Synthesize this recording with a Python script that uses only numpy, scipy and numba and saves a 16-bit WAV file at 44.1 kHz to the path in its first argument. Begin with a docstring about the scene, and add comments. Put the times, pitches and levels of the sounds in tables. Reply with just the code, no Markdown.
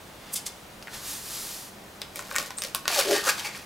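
"""A small kitchen with a steady hiss. A hand brushes cloth (0.3 s); cling film snaps once (0.8 s).
Fingers knock a plastic tub and slide it across the tablecloth (0.9-1.8 s). From 2 s fingernails pick
at the edge of the roll of film, which crackles, squeaks once and rings its cardboard tube.
From 2.9 s the film peels off in three tugs, the stretched sheet drumming."""
import sys
import numpy as np
from scipy import signal
from scipy.fft import rfft, irfft, next_fast_len
from scipy.io import wavfile
from scipy.ndimage import uniform_filter1d, map_coordinates
from numba import njit

SR = 44100
rng = np.random.default_rng(int(sys.argv[2]) if len(sys.argv) > 2 else 0)


def materialize(psi):
    """Save the field psi as 16-bit PCM at rate SR to the path in sys.argv[1].

    A 1-D psi becomes a single channel; in a 2-D psi each row is a channel.
    """
    bounded = np.clip(np.atleast_2d(psi).T, -1, 1)
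    quanta = np.round(bounded * 32767).astype(np.int16)
    wavfile.write(sys.argv[1], SR, quanta)


N = 160965
T = np.arange(N) / SR
SIDE = np.array([[1], [-1]])


def amp(db):
    """dB to gain."""
    return 10 ** (np.asarray(db) / 20)


def unit(x):
    """Scale to rms 1."""
    return x / np.sqrt(np.mean(x ** 2))


def steady(x, size):
    """Hold rms near 1 over a window of size samples."""
    return x / np.sqrt(uniform_filter1d(x ** 2, size) + 1e-18)


def curve(rows, column=1):
    """Table column interpolated over time."""
    rows = np.array(rows)
    return np.interp(T, rows[:, 0], rows[:, column])


def fader(rows, column=1):
    """Gain from a dB column, zero outside its span."""
    return amp(curve(rows, column)) * (T >= rows[0][0]) * (T <= rows[-1][0])


def colour(x, points, tilt_db_oct=0):
    """Minimum-phase filter through (f/Hz, gain/dB) points, tilted above 1024 Hz."""
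    size = 2 * next_fast_len(len(x))
    octave = np.log2(np.maximum(np.fft.rfftfreq(size, 1 / SR), 1))
    hz, db = np.array(points).T
    gain = amp(np.interp(octave, np.log2(hz), db) + tilt_db_oct * np.clip(octave - 10, 0, None))
    cepstrum = irfft(np.log(gain))
    cepstrum[1:size // 2] *= 2
    cepstrum[size // 2 + 1:] = 0
    return irfft(rfft(x, size) * np.exp(rfft(cepstrum)))[:len(x)]


def crackle(per_s, spread_db, size=N):
    """Random clicks of uneven size, rms 1."""
    height, timing, polarity = rng.random((3, size))
    gains = amp(spread_db * np.minimum(-np.log(height + 1e-9), 3))
    return unit((timing < per_s / SR) * np.sign(polarity - .5) * gains + 1e-9)


def burst(decay_s):
    """Exponentially decaying noise."""
    return rng.choice([-1., 1.], 4096) * np.exp(-T[:4096] / decay_s)


def add(out, x, start_s, db):
    """Mix in a short sound; db is its rms if packed into 5 ms."""
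    i = max(int(start_s * SR), 0)
    x = x * amp(db) * np.sqrt(.005 * SR / np.sum(x ** 2))
    out[i:i + len(x)] += x[:N - i]


@njit
def resonate(x, hz, width_hz):
    """State-variable band-pass with a moving centre."""
    y, band, low = np.empty(len(x)), 0., 0.
    for i in range(len(x)):
        g, damping = np.tan(np.pi * hz[i] / SR), width_hz / hz[i]
        v = (band + g * (x[i] - low)) / (1 + g * (g + damping))
        band, low = 2 * v - band, low + 2 * g * v
        y[i] = damping * v
    return y


def narrowband(x, hz, width_hz, skirt_hz, size):
    """Two band-passes in series, held near rms 1."""
    return steady(resonate(resonate(x, hz, width_hz), hz, skirt_hz), size)


def ring(x, modes, detune=0):
    """Drive decaying modes (f/Hz, level/dB, t60/s) with x."""
    t = T[:8192]
    shift = 1 + detune * rng.standard_normal(len(modes))
    response = np.zeros(len(t))
    for k, (hz, db, t60) in enumerate(modes):
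        decay = np.exp(-np.log(1000) * t / t60)
        response += (-1) ** k * amp(db) * np.sin(2 * np.pi * hz * shift[k] * t) * decay
    return signal.fftconvolve(x, response)[:len(x)]


# Room noise spectrum: f/Hz, level/dB
NOISE_COLOUR = [(15, -30), (25, -6.5), (170, -3.5), (198, 2), (227, -5), (666, -6), (2300, -14.5),
                (15500, -25)]
# Side relative to mid: f/Hz, level/dB
NOISE_SIDE = [(25, -33.5), (400, -7.5), (4000, -3), (15000, -30)]
NOISE_DB = -46.5

def background():
    """Steady room rumble and hiss."""
    mid, side = (unit(colour(rng.standard_normal(N), NOISE_COLOUR)) for _ in range(2))
    return amp(NOISE_DB) * (mid + colour(side, NOISE_SIDE) * SIDE)


# Hand strokes: peak t/s, level/dB, rise/s, fall/s, tilt/(dB/oct)
STROKES = [(.29, -49, 0.086, 0.16, -8.5), (.341, -23.5, 0.007, 0.0054, 10),
           (0.359, -24.5, 0.0032, 0.017, 2.5), (0.466, -27.5, 0.0038, .012, 0)]
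# Swish spectrum: f/Hz, level/dB
STROKE_COLOUR = [(500, -21), (1700, -13), (2300, -8.5), (4850, -1.5), (9300, -1.5), (12000, -6.5),
                 (15500, -18.5)]
# After-ring: f/Hz, level/dB re swish, t60/s
STROKE_MODES = [(2182, -24, .12), (3580, -16.5, .045), (4970, -19, .06)]

def brushes():
    """A hand swishes over cloth; a faint high ring follows."""
    out = np.zeros(N)
    for peak_s, db, rise_s, fall_s, tilt in STROKES:
        envelope = np.exp(np.minimum((T - peak_s) / rise_s, (peak_s - T) / fall_s))
        out += amp(db) * envelope * unit(colour(crackle(11000, 2.2), STROKE_COLOUR, tilt))
    rings = sum(amp(db) * unit(ring(out, [(hz, 0, t60)])) for hz, db, t60 in STROKE_MODES)
    return out + np.std(out) * rings


# Film snaps: t/s, crack level/dB, crease f/Hz, tube level/dB, ring centre f/Hz
FILM_SNAPS = [(.826, -42.5, 5200, -62, 1500), (2.017, -30.5, 3420, -55, 2300),
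              (2.158, -34, 9300, -40.5, 2600), (2.192, -35, 7300, -32.5, 1340),
              (2.312, -39.5, 5400, -31, 1390), (2.345, -52, 4200, -33.5, 1610),
              (2.356, -32.5, 7440, -27.5, 1490), (2.362, -23.5, 6800, -24, 1920),
              (2.384, -24, 5250, -31, 1150), (2.400, -38, 4200, -30, 1250),
              (2.506, -35.5, 3870, -35.5, 1100), (2.585, -33.5, 6460, -47, 1200),
              (2.620, -27.5, 5540, -53, 2100), (2.637, -30, 5630, -47, 1340),
              (2.648, -34.5, 4100, -48, 1800), (2.7477, -22.5, 9900, -29, 1140),
              (2.758, -33.5, 5940, -35.5, 1110), (2.855, -38, 4600, -30.5, 1440),
              (2.879, -19, 4480, -29, 1100), (3.111, -28, 6860, -33, 1500), (3.141, -30, 4830, -51, 1800),
              (3.290, -24, 4670, -23.5, 1480), (3.549, -44, 4200, -38, 2200)]
# Crack spectrum: ratio to its pitch, level/dB
CRACK_COLOUR = [(.05, -20), (.3, -8), (.7, -6.5), (1, -1), (1.4, -8.5), (2.5, -15.5), (4.5, -23)]
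# Cardboard tube: f/Hz, level/dB, t60/s
TUBE_MODES = [(558, -6, 0.018), (1110, 0, 0.035), (1293, -3, 0.026), (1457, -1, 0.038), (1870, -1, 0.028),
              (2433, 7, 0.017)]
CRACK_DECAY_S, NAIL_PUSH_S = .0013, .000068
CRINKLE_DB, CRINKLE_DECAY_S = -5, .017
GRIP_DETUNE, GRIP_LOSS_DB_OCT = .04, 12.5

def snaps():
    """A crease cracks under a nail, crinkles and rings the tube modes the grip leaves free."""
    out = np.zeros(N)
    for start_s, crack_db, crease_hz, tube_db, centre_hz in FILM_SNAPS:
        crack = burst(CRACK_DECAY_S)
        t = T[:len(crack)]
        crinkle = crackle(2000, .62, size=len(t)) * np.exp(-t / CRINKLE_DECAY_S)
        tone = [(ratio * crease_hz, db) for ratio, db in CRACK_COLOUR]
        modes = [(hz, db - GRIP_LOSS_DB_OCT * abs(np.log2(hz / centre_hz)), t60)
                 for hz, db, t60 in TUBE_MODES]
        add(out, colour(crack, tone), start_s, crack_db)
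        add(out, colour(crinkle, tone), start_s, crack_db + CRINKLE_DB)
        add(out, ring(np.exp(-t / NAIL_PUSH_S), modes, GRIP_DETUNE), start_s, tube_db)
    return out


# Finger knocks: t/s, level/dB
TUB_KNOCKS = [(.872, -36.5), (.881, -38), (0.934, -39.5)]
# Knock spectrum: f/Hz, level/dB
TUB_COLOUR = [(150, -12), (1000, -8.5), (1450, 2), (2200, -7), (3200, -14), (15000, -41)]
# Sliding friction: t/s, level/dB
SLIDE_LEVEL = [(.89, -57), (.945, -37.5), (1.01, -43.5), (1.08, -34.5), (1.14, -35.5), (1.21, -42),
               (1.35, -35), (1.55, -38.5), (1.68, -46.5), (1.76, -70)]
# Friction spectrum: f/Hz, level/dB
WEAVE_COLOUR = [(120, -6.5), (400, -16), (900, -6.5), (2300, -7.5), (4500, -0.5), (12500, -1.5),
                (16000, -11)]
LEFT_LAG_S = .00001

def tub():
    """Fingers knock the tub, just right of centre; it hisses over the weave, brighter once gliding."""
    weave = crackle(15000, 1.9)
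    shove = unit(colour(weave, WEAVE_COLOUR, tilt_db_oct=-3))
    glide = unit(colour(weave, WEAVE_COLOUR))
    gliding = np.clip((T - .96) / .13, 0, 1)
    out = (shove + gliding * (glide - shove)) * fader(SLIDE_LEVEL)
    for start_s, db in TUB_KNOCKS:
        add(out, colour(burst(decay_s=.0027), TUB_COLOUR), start_s, db)
    left = map_coordinates(out, [(T - LEFT_LAG_S) * SR], order=5)
    return np.array([left, out])


CREASE_LOW_HZ, CREASE_HIGH_HZ, CREASE_Q, CREASE_DB = 839, 10330, 12, -4.5

def creases():
    """Tiny creases pop at random, each size ringing at its own pitch."""
    pops = sum(resonate(crackle(per_s=28, spread_db=3), np.full(N, hz), hz / CREASE_Q) / np.sqrt(hz)
               for hz in np.geomspace(CREASE_LOW_HZ, CREASE_HIGH_HZ, 16))
    return amp(CREASE_DB) * unit(pops)


# Fingertip friction: t/s, level/dB
RUB_LEVEL = [(2.12, -63), (2.17, -44), (2.27, -49), (2.40, -39), (2.47, -44.5), (2.55, -74), (2.645, -40.5),
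             (2.70, -48.5)]
# Film crackle spectrum, rub and peel: f/Hz, level/dB
FILM_COLOUR = [(150, -32), (350, 2), (700, 1), (1200, 0.5), (2300, 3), (5200, 4), (9500, -1.5),
               (13000, -4.5), (16000, -11)]
RUB_TUBE_DB = -5.5

def rub():
    """Fingertips rub and crease the film, stirring the tube's lowest mode."""
    grain = crackle(1500, 7.3)
    friction = unit(colour(grain, FILM_COLOUR, tilt_db_oct=2.5))
    tube = amp(RUB_TUBE_DB) * unit(ring(grain, TUBE_MODES[:1]))
    return (friction + creases() + tube) * fader(RUB_LEVEL)


# Fingertip squeak: t/s, f/Hz, level/dB
SQUEAK_TRACK = [(2.570, 7360, -47), (2.583, 8800, -28), (2.590, 8700, -38), (2.612, 8640, -39),
                (2.625, 8500, -53)]

def squeak():
    """A fingertip squeaks once on the film."""
    tone = narrowband(rng.standard_normal(N), curve(SQUEAK_TRACK), 500., 900., size=300)
    return tone * fader(SQUEAK_TRACK, column=2)


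# Peel crackle: t/s, level/dB
PEEL_LEVEL = [(2.875, -36), (2.902, -32), (2.945, -26.5), (2.968, -31.5), (2.999, -23.5), (3.025, -31),
              (3.056, -35.5), (3.11, -31.5), (3.16, -25), (3.225, -39.5), (3.293, -23.5), (3.31, -32),
              (3.36, -45.5), (3.393, -34), (3.43, -43.5), (3.45, -32), (3.48, -37), (3.515, -48.5),
              (3.565, -41.5), (3.65, -53.5)]
# Treble lift, bright in the first and last tugs, dull in the slow middle one: t/s, level/dB
TREBLE_LIFT = [(2.905, -2.5), (2.935, 2.5), (3.01, 2), (3.17, -3.5), (3.25, 2.5), (3.47, -1.5)]
# Film resonance: f/Hz, width/Hz, level/dB
FILM_MODES = [(4530, 65, -16.5)]
TREBLE_HZ, PEEL_TUBE_DB, CLUMP_DB = 6850, -16.5, 1.5

def peel():
    """Film leaves the roll in tiny jerks that drive film, tube, edge and sheet, while creases pop."""
    jerks = steady(crackle(per_s=4000, spread_db=1.9), size=700)
    film = sum(amp(db) * unit(resonate(jerks, np.full(N, float(hz)), float(width_hz)))
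               for hz, width_hz, db in FILM_MODES)
    tube = amp(PEEL_TUBE_DB) * unit(ring(jerks, TUBE_MODES))
    crackling = unit(colour(jerks, FILM_COLOUR)) + film + tube + creases()
    highpass = signal.butter(2, TREBLE_HZ, "high", fs=SR, output="sos")
    crackling += (amp(curve(TREBLE_LIFT)) - 1) * signal.sosfiltfilt(highpass, crackling)
    bunching = unit(uniform_filter1d(rng.standard_normal(N), size=260))  # clumps of about 6 ms
    crackling *= unit(amp(CLUMP_DB * bunching))
    return crackling * fader(PEEL_LEVEL) + sheet(jerks) + edge(jerks)


# Free sheet: t/s, f/Hz, level/dB
DRUM_TRACK = [(2.90, 746, -35), (2.96, 670, -41.5), (2.993, 555, -24), (3.025, 524, -48), (3.06, 418, -32),
              (3.122, 411, -21), (3.15, 417, -28), (3.245, 456, -62), (3.275, 550, -29), (3.31, 430, -53)]
# Sheet modes: frequency ratio, level/dB
DRUM_MODES = [(0.999, -0.5), (1.348, -6)]
DRUM_WIDTH_HZ = 36.

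def sheet(jerks):
    """The taut sheet drums, lower as it lengthens."""
    hz = curve(DRUM_TRACK)
    drum = sum(amp(db) * narrowband(jerks, ratio * hz, ratio * DRUM_WIDTH_HZ, skirt_hz=290., size=900)
               for ratio, db in DRUM_MODES)
    return drum * fader(DRUM_TRACK, column=2)


# Edge resonance: t/s, f/Hz, level/dB
EDGE_TRACK = [(2.91, 2564, -39), (3.08, 1450, -58), (3.19, 1850, -37), (3.245, 1670, -57),
              (3.277, 1230, -23), (3.293, 1430, -34), (3.32, 1310, -71), (3.435, 2000, -68),
              (3.447, 2400, -36), (3.52, 2160, -48)]

def edge(jerks):
    """The peeling edge rasps at a resonance that moves with the pull."""
    rasp = narrowband(jerks, curve(EDGE_TRACK), width_hz=520., skirt_hz=900., size=500)
    return rasp * fader(EDGE_TRACK, column=2)


SLIP_START_S, SLIP_END_S, SLIPS_PER_S, SLIP_HZ, SLIP_DB = 3.08, 3.18, 190, 6260, -36

def slips():
    """In the slow middle of the pull the film sticks and slips in ragged ticks."""
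    out = np.zeros(N)
    for start_s in np.arange(SLIP_START_S, SLIP_END_S, 1 / SLIPS_PER_S):
        late, size, pitch = rng.uniform(-1, 1, 3)
        tone = [(ratio * SLIP_HZ * 2 ** (pitch / 2), db) for ratio, db in CRACK_COLOUR]
        tick = colour(burst(CRACK_DECAY_S / 2), tone)
        add(out, tick, start_s + .18 * late / SLIPS_PER_S, SLIP_DB + 4 * size)
    return out


# Echo spectrum: f/Hz, level/dB
ECHO_COLOUR = [(100, -7), (500, 2), (2000, 5), (6000, -0.5), (15000, -5)]
EARLY_DB, EARLY_DECAY_S, TAIL_DB, TAIL_T60_S, ROOM_WIDTH = -15, .01, -10.5, .38, .47

def room(x):
    """Early echoes off table and walls, then a short tail; mid and side are independent."""
    t = T[:SR // 2]
    arrived = t > .003

    def echoes():
        early = crackle(1500, 1.5, size=len(t)) * np.exp(-t / EARLY_DECAY_S) * arrived
        tail = rng.standard_normal(len(t)) * np.exp(-np.log(1000) * t / TAIL_T60_S) * arrived
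        response = (amp(EARLY_DB) * unit(early) + amp(TAIL_DB) * unit(tail)) / np.sqrt(len(t))
        return signal.fftconvolve(x.mean(axis=0), colour(response, ECHO_COLOUR))[:N]
    return x + echoes() + ROOM_WIDTH * echoes() * SIDE


FILM_LEFT_DB, LOWPASS_HZ = .9, 15750

def scene():
    """Film, cloth and tub in the room, over its hiss."""
    film = (snaps() + peel() + slips() + rub() + squeak()) * amp(SIDE * FILM_LEFT_DB / 2)
    return room(film + brushes() + tub()) + background()


def record(dry):
    """Steep elliptic low-pass."""
    return signal.sosfilt(signal.ellip(10, .2, 80, LOWPASS_HZ, fs=SR, output="sos"), dry)


dry = scene()
out = record(dry)
materialize(out)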